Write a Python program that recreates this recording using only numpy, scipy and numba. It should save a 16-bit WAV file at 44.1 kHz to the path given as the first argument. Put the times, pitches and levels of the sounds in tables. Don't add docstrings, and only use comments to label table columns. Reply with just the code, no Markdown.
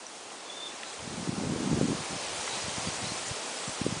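import sys
import numpy as np
from scipy import signal
from scipy.fft import rfft, irfft
from scipy.io import wavfile
from numba import njit

SR = 44100
rng = np.random.default_rng(int(sys.argv[2]) if len(sys.argv) > 2 else 0)


def voltage_ratio(decibels):
    exponent = np.asarray(decibels, float) / 20
    return 10 ** exponent


def wav_record(signal):
    frames = np.transpose(np.atleast_2d(signal))
    bounded = np.clip(frames, -1, 1)
    quanta = np.round(bounded * 32767).astype(np.int16)
    wavfile.write(sys.argv[1], SR, quanta)


N = 176400

# time in seconds, close leaf hiss in dB, far canopy roar in dB.
WIND = [
    (0.0, -48.5, -51.5),
    (0.51, -47, -49),
    (0.68, -46, -49),
    (1.25, -44, -45.5),
    (1.73, -42, -43),
    (2.46, -38, -43),
    (2.87, -38, -43),
    (4.0, -41, -44.5),
]


def unit(x):
    return x / np.sqrt(np.mean(x ** 2))


def curve(table, axis=1):
    rows = np.array(table, float)
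    return np.interp(np.arange(N) / SR, rows[:, 0], rows[:, axis])


def walk(rate):
    levels = rng.standard_normal(600)
    at = np.arange(N) * (rate / SR)
    k = at.astype(int)
    u = at - k
    slew = u * u * (3 - 2 * u)
    return 1.15 * (levels[k] + (levels[k + 1] - levels[k]) * slew)


def band(x, hz, octaves):
    edges = np.clip(hz * 2 ** (octaves / 2 * np.array([-1, 1])), 10, SR / 2.2)
    return signal.sosfilt(signal.butter(2, edges, "band", fs=SR, output="sos"), x)


def burst(s, length, lo_hz, hi_hz):
    hz, t = np.arange(N // 2 + 1) * SR / N, np.arange(N) / SR
    inside = (hz > lo_hz) & (hz < hi_hz)
    noise = irfft(rfft(rng.standard_normal(N)) * inside, N)
    return unit(noise) * np.exp(-((t - s) / length) ** 2)


@njit
def wavelets(n, at, size, step, cycles, phase):
    out = np.zeros(n)
    for k in range(len(at)):
        width = cycles[k] / step[k] / 2
        for i in range(max(0, int(at[k] - 3 * width)), min(n, int(at[k] + 3 * width))):
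            d = i - at[k]
            out[i] += size[k] * np.exp(-(d / width) ** 2) * np.sin(2 * np.pi * (step[k] * d + phase[k]))
    return out


def bird():
    # start in seconds, length in seconds, level in dB, first pitch in Hz, last pitch in Hz.
    whistles = [(0.455, 0.053, -51, 3530, 3480), (0.488, 0.028, -43.5, 3400, 3480),
                (0.507, 0.046, -49, 3530, 3440), (0.53, 0.039, -53, 3680, 3630),
                (0.553, 0.04, -46.5, 3580, 3570), (0.589, 0.036, -42, 3544, 3565),
                (0.617, 0.032, -40, 3565, 3610), (0.651, 0.024, -42, 3640, 3550),
                (0.656, 0.033, -45.5, 3460, 3460), (.69, .02, -52, 3560, 3570),
                (0.698, .025, -52, 3450, 3500), (0.857, 0.018, -52, 3980, 3940),
                (0.878, .015, -50, 3900, 3890), (.89, .028, -51, 3950, 3880),
                (0.912, 0.029, -51, 3400, 3440), (0.942, .025, -56, 3750, 3850),
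                (2.493, 0.02, -42.5, 3910, 3890), (2.512, 0.025, -44, 3730, 3960),
                (2.535, 0.018, -43, 4040, 4150), (2.558, 0.016, -48, 4000, 4000),
                (2.645, .025, -48, 4050, 3950), (2.859, 0.035, -46, 4720, 4670),
                (2.878, .02, -50, 4480, 4500), (3.041, 0.018, -42, 3920, 3920),
                (3.055, .018, -46, 4060, 4090), (3.056, .016, -45, 3780, 3670),
                (3.072, .02, -48, 3900, 3920), (3.083, 0.028, -42, 4160, 4140),
                (3.123, .016, -50, 4100, 4060)]
    t, out = np.arange(N) / SR, 0
    warble = 1 + .004 * walk(140)
    trill = np.cumsum(85 * (1 + 0.19 * walk(30))) / SR
    tremor = voltage_ratio(1.2 * walk(90)) * (1 + 0.3 * np.sin(2 * np.pi * trill))
    for s, length, db, hz0, hz1 in whistles:
        u = np.clip((t - s) / length, 0, 1)
        tone = np.sin(2 * np.pi * np.cumsum((hz0 + (hz1 - hz0) * u) * warble) / SR)
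        breath = np.sin(np.pi * u) ** .5
        out = out + voltage_ratio(db) * breath * tone * tremor * np.sqrt(2)
    echo_s, echo_db = .018, -10
    lag = np.arange(SR // 4) / SR
    trunks = rng.standard_normal(len(lag)) * np.exp(-lag / echo_s) * (lag > .004)
    trunks = trunks / np.sqrt(np.sum(trunks ** 2))
    return out + voltage_ratio(echo_db) * signal.fftconvolve(out, trunks)[:N]


def twigs():
    # time in seconds, peak in dB, pitch in Hz, length in cycles.
    ticks = [(.0675, -32, 5900, 17), (.304, -35, 2700, 1.4), (.3065, -40, 2850, 8), (.8325, -34, 1850, 4),
             (.8342, -35, 3700, 7), (.8352, -30.5, 2700, 6), (.993, -36, 3100, 7), (.9925, -37, 3900, 1.6),
             (2.4775, -24, 2600, 1.0), (2.4785, -29, 1250, 2), (2.4795, -28, 2150, 5),
             (2.4825, -28, 1800, 1.6), (2.6945, -25, 3500, 2)]
    s, db, hz, cycles = np.array(ticks, float).T
    return wavelets(N, s * SR, voltage_ratio(db), hz / SR, cycles, rng.random(64)[:len(s)])


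def shivers():
    # middle in seconds, length in seconds, low edge in Hz, high edge in Hz, level in dB.
    flutters = [
        (3.67, .09, 7300, 8400, -49),
        (2.27, .05, 1500, 9000, -46),
        (3.275, .016, 6650, 7300, -42),
        (3.283, .005, 6000, 9700, -39),
        (.885, .04, 3700, 4150, -52),
        (2.53, .03, 3700, 4200, -47),
        (3.075, .035, 3700, 4250, -47),
        (.835, .003, 1300, 4600, -44),
    ]
    return sum(voltage_ratio(db) * burst(s, length, lo, hi) for s, length, lo, hi, db in flutters)


def thumps():
    # time in seconds, peak in dB, pitch in Hz, length in cycles.
    strikes = [(1.2294, -25.5, 240, 1.7), (1.276, -21, 313, 1.3), (1.2869, -25, 190, 1.5),
               (1.2934, -14.5, 207, 0.92), (1.3297, -20.3, 175, 0.48), (1.3386, -25.5, 244, 1.5),
               (1.386, -22.5, 190, 1.5), (1.424, -20.5, 265, 1.3), (1.4371, -18.5, 341, 0.73),
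               (1.4487, -28, 136, 1.5), (1.4607, -18, 190, 0.45), (1.4655, -21, 225, 0.8),
               (1.473, -18, 207, 0.91), (1.4917, -25, 207, 1.3), (1.499, -18.5, 244, 0.96),
               (1.5118, -26, 161, 1.8), (1.522, -14.5, 225, 0.63), (1.5308, -21.5, 313, 1.5),
               (1.5382, -20.5, 313, 1.26), (1.5619, -21.5, 437, 1.7), (1.6016, -26, 244, 1.1),
               (1.6067, -19, 288, 0.9), (1.6124, -25.4, 175, 1.1), (1.6213, -24, 288, 1.5),
               (1.6447, -22.8, 190, 1.5), (1.6612, -20, 190, 1.4), (1.6753, -16.5, 265, 1.5),
               (1.6798, -27, 207, 0.73), (1.6926, -22, 207, 2), (1.705, -20.7, 190, 0.9),
               (1.7157, -18.5, 223, 1.7), (1.731, -10.5, 225, 0.37), (1.7379, -23, 265, 1.3),
               (1.7419, -18, 190, 1.5), (1.7497, -25.1, 91, 1.7), (1.7606, -23, 265, 0.93),
               (1.7687, -21.5, 288, 1.1), (1.7757, -17.5, 313, 0.89), (1.7878, -17, 206, 0.87),
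               (1.8134, -6, 266, 0.46), (1.8243, -23.5, 148, 1.4), (1.832, -15, 225, 1.2),
               (1.8429, -18, 225, 1.3), (1.856, -19.5, 244, 1.8), (1.8867, -22, 313, 1.8),
               (1.899, -18, 267, 1), (1.9067, -19, 288, 0.88), (1.9211, -18, 247, 1.7),
               (1.9311, -16.5, 244, 0.51), (2.0063, -26, 138, 1.1),
               (2.6843, -27, 161, 0.94), (2.7826, -20.5, 161, 0.48), (2.8742, -20.5, 173, 0.73),
            (2.8856, -23, 125, 0.57), (3.1208, -23.5, 207, 0.68), (3.3137, -25.5, 105, 0.95),
            (3.6801, -27.5, 175, 1.1), (3.6958, -24.8, 207, 1.04), (3.8167, -14.5, 203, 0.67),
            (3.854, -23, 190, 0.74), (3.866, -9.5, 341, 0.77), (3.8903, -26.5, 175, 1),
            (3.9259, -19, 174, 0.77),
               (1.077, -24, 205, .6),
        (1.11, -33, 200, .8),
        (1.18, -27, 200, 1.6),
        (1.972, -32, 150, 0.9),
        (1.991, -28, 210, 1),
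        (2.108, -29, 220, 0.64),
        (2.13, -22.5, 230, .6),
        (2.166, -29, 170, 1.1),
        (3.04, -29, 130, 0.84),
        (3.973, -30, 130, .8),
    ]
    s, db, hz, cycles = np.array(strikes, float).T
    side = rng.integers(0, 2, 128)[:len(s)] / 2 - .06
    return wavelets(N, s * SR, 0.67 * voltage_ratio(db), hz / SR, 1.18 * cycles, side)


def eddies():
    # time in seconds, level in dB.
    stream = [(0, -88), (.95, -75), (1.04, -46.5), (1.4, -36.5), (1.75, -33), (1.93, -33.5), (2.03, -49),
              (2.08, -60), (2.14, -39), (2.2, -62), (2.38, -52.5), (2.46, -64), (2.7, -51), (2.95, -54),
              (3.05, -42.5), (3.2, -63), (3.31, -47), (3.36, -84)]
    # middle in seconds, length in seconds, level in dB.
    puffs = [
        (3.688, 0.016, -41),
        (3.88, 0.057, -41.5),
        (3.973, 0.051, -48),
        (2.878, 0.019, -44),
    ]
    per_s, spread_db = 300, 2.1
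    mid_hz, hz_per_db, octaves = 249, 6, 0.48
    t = np.arange(N) / SR
    puff = sum(voltage_ratio(db) * np.exp(-((t - s) / length) ** 2) for s, length, db in puffs)
    strength = (voltage_ratio(curve(stream)) + puff) * voltage_ratio(walk(24.9))
    draw, octs = rng.random((3, 2000)), rng.standard_normal(2000)
    at = np.cumsum(-np.log(1 - draw[0])) / per_s * SR
    keep = at < N - 1
    at, draw, octs = at[keep], draw[:, keep], octs[keep]
    here = strength[at.astype(int)]
    centre_hz = np.clip(mid_hz + hz_per_db * (20 * np.log10(here) + 35), 50, 500)
    hz = centre_hz * 2 ** (octaves * octs)
    size = here * voltage_ratio(-spread_db * np.log(1 - draw[1]))
    cycles = 0.94 * (0.59 + 0.95 * draw[0])
    return wavelets(N, at, size, hz / SR, cycles, draw[2])


def foliage(colour, taps_db):
    taps_per_s, spread_db = 740, -0.5
    swell_db, patch_db, flicker_db = 0.07, 0.08, 0.56
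    pts = np.array(colour, float)
    chance = rng.random((2, N))
    taps = unit((chance[0] < taps_per_s / SR) * voltage_ratio(-spread_db * np.log(1 - chance[1])))
    out, swell, patch = 0, walk(3), walk(6)
    for hz in 31.25 * 2 ** np.arange(0, 8.5, 1 / 3):
        patch = .8 * patch + .6 * walk(6)
        air = unit(band(rng.standard_normal(N) + voltage_ratio(taps_db) * taps, hz, 1 / 3))
        db = np.interp(np.log(hz), np.log(pts[:, 0]), pts[:, 1], pts[0, 1] - 15)
        db = db + 10 * np.log10(hz)
        out = out + voltage_ratio(db + swell_db * swell + patch_db * patch + flicker_db * walk(18)) * air
    return unit(out)


def canopy_roar():
    # frequency in Hz, level in dB per Hz.
    roar_colour = [(40, -44), (120, -14.5), (250, -5), (500, -0.5), (800, -0.5), (1200, -4), (1800, -12),
                   (3000, -28.5)]
    return voltage_ratio(curve(WIND, axis=2) + 2.5) * foliage(roar_colour, -17.5)


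def leaf_hiss():
    # frequency in Hz, level in dB per Hz.
    hiss_colour = [(700, -19), (1300, -7), (2200, -0.5), (4000, -2), (6000, -2), (7500, -1), (9000, -8.5),
                   (10300, -5.5)]
    return voltage_ratio(curve(WIND, axis=1) + 1.5) * foliage(hiss_colour, -12)


def scene():
    trees = leaf_hiss() + canopy_roar() + shivers() + twigs()
    mono = trees + eddies() + thumps() + bird()
    return np.array([mono, mono])


def starve(x):
    hole_share, from_hz, width_hz, hole_db = .022, 4900, 560, -35
    top_hz = 10100
    hz, _, z = signal.stft(x, SR, nperseg=384)
    which = (hz / width_hz).astype(int)
    holes = (rng.random((which.max() + 1, z.shape[-1])) < hole_share)[which]
    holes &= (hz > from_hz)[:, None]
    holes |= np.roll(holes, 1, axis=1)
    x = signal.istft(z * np.where(holes, voltage_ratio(hole_db), 1), SR, nperseg=384)[1][..., :N]
    over = np.clip(np.arange(N // 2 + 1) * SR / N - top_hz + 80, 0, None)
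    return irfft(rfft(x) * voltage_ratio(-over * .2), N)


def unlike_specks():
    # middle in seconds, low edge in Hz, high edge in Hz.
    specks = [
        (.878, 6800, 8400),
        (.878, 4100, 5300),
        (.902, 4500, 5800),
        (2.11, 5130, 7000),
        (2.62, 6200, 8400),
        (2.62, 4100, 5300),
        (3.177, 6800, 8400),
        (3.177, 4500, 6400),
        (3.572, 4150, 5800),
        (3.688, 6230, 7700),
    ]
    side = voltage_ratio(curve(WIND, axis=1) - 9) * sum(burst(s, .013, lo, hi) for s, lo, hi in specks)
    return side * np.array([[1], [-1]])


def top_cut(x):
    return signal.sosfilt(signal.butter(12, 10620, fs=SR, output="sos"), x)


def record(dry):
    thinned = signal.sosfilt(signal.butter(2, 68, "high", fs=SR, output="sos"), dry)
    mix = starve(thinned) + unlike_specks()
    return top_cut(mix)


dry = scene()
out = record(dry)
wav_record(out)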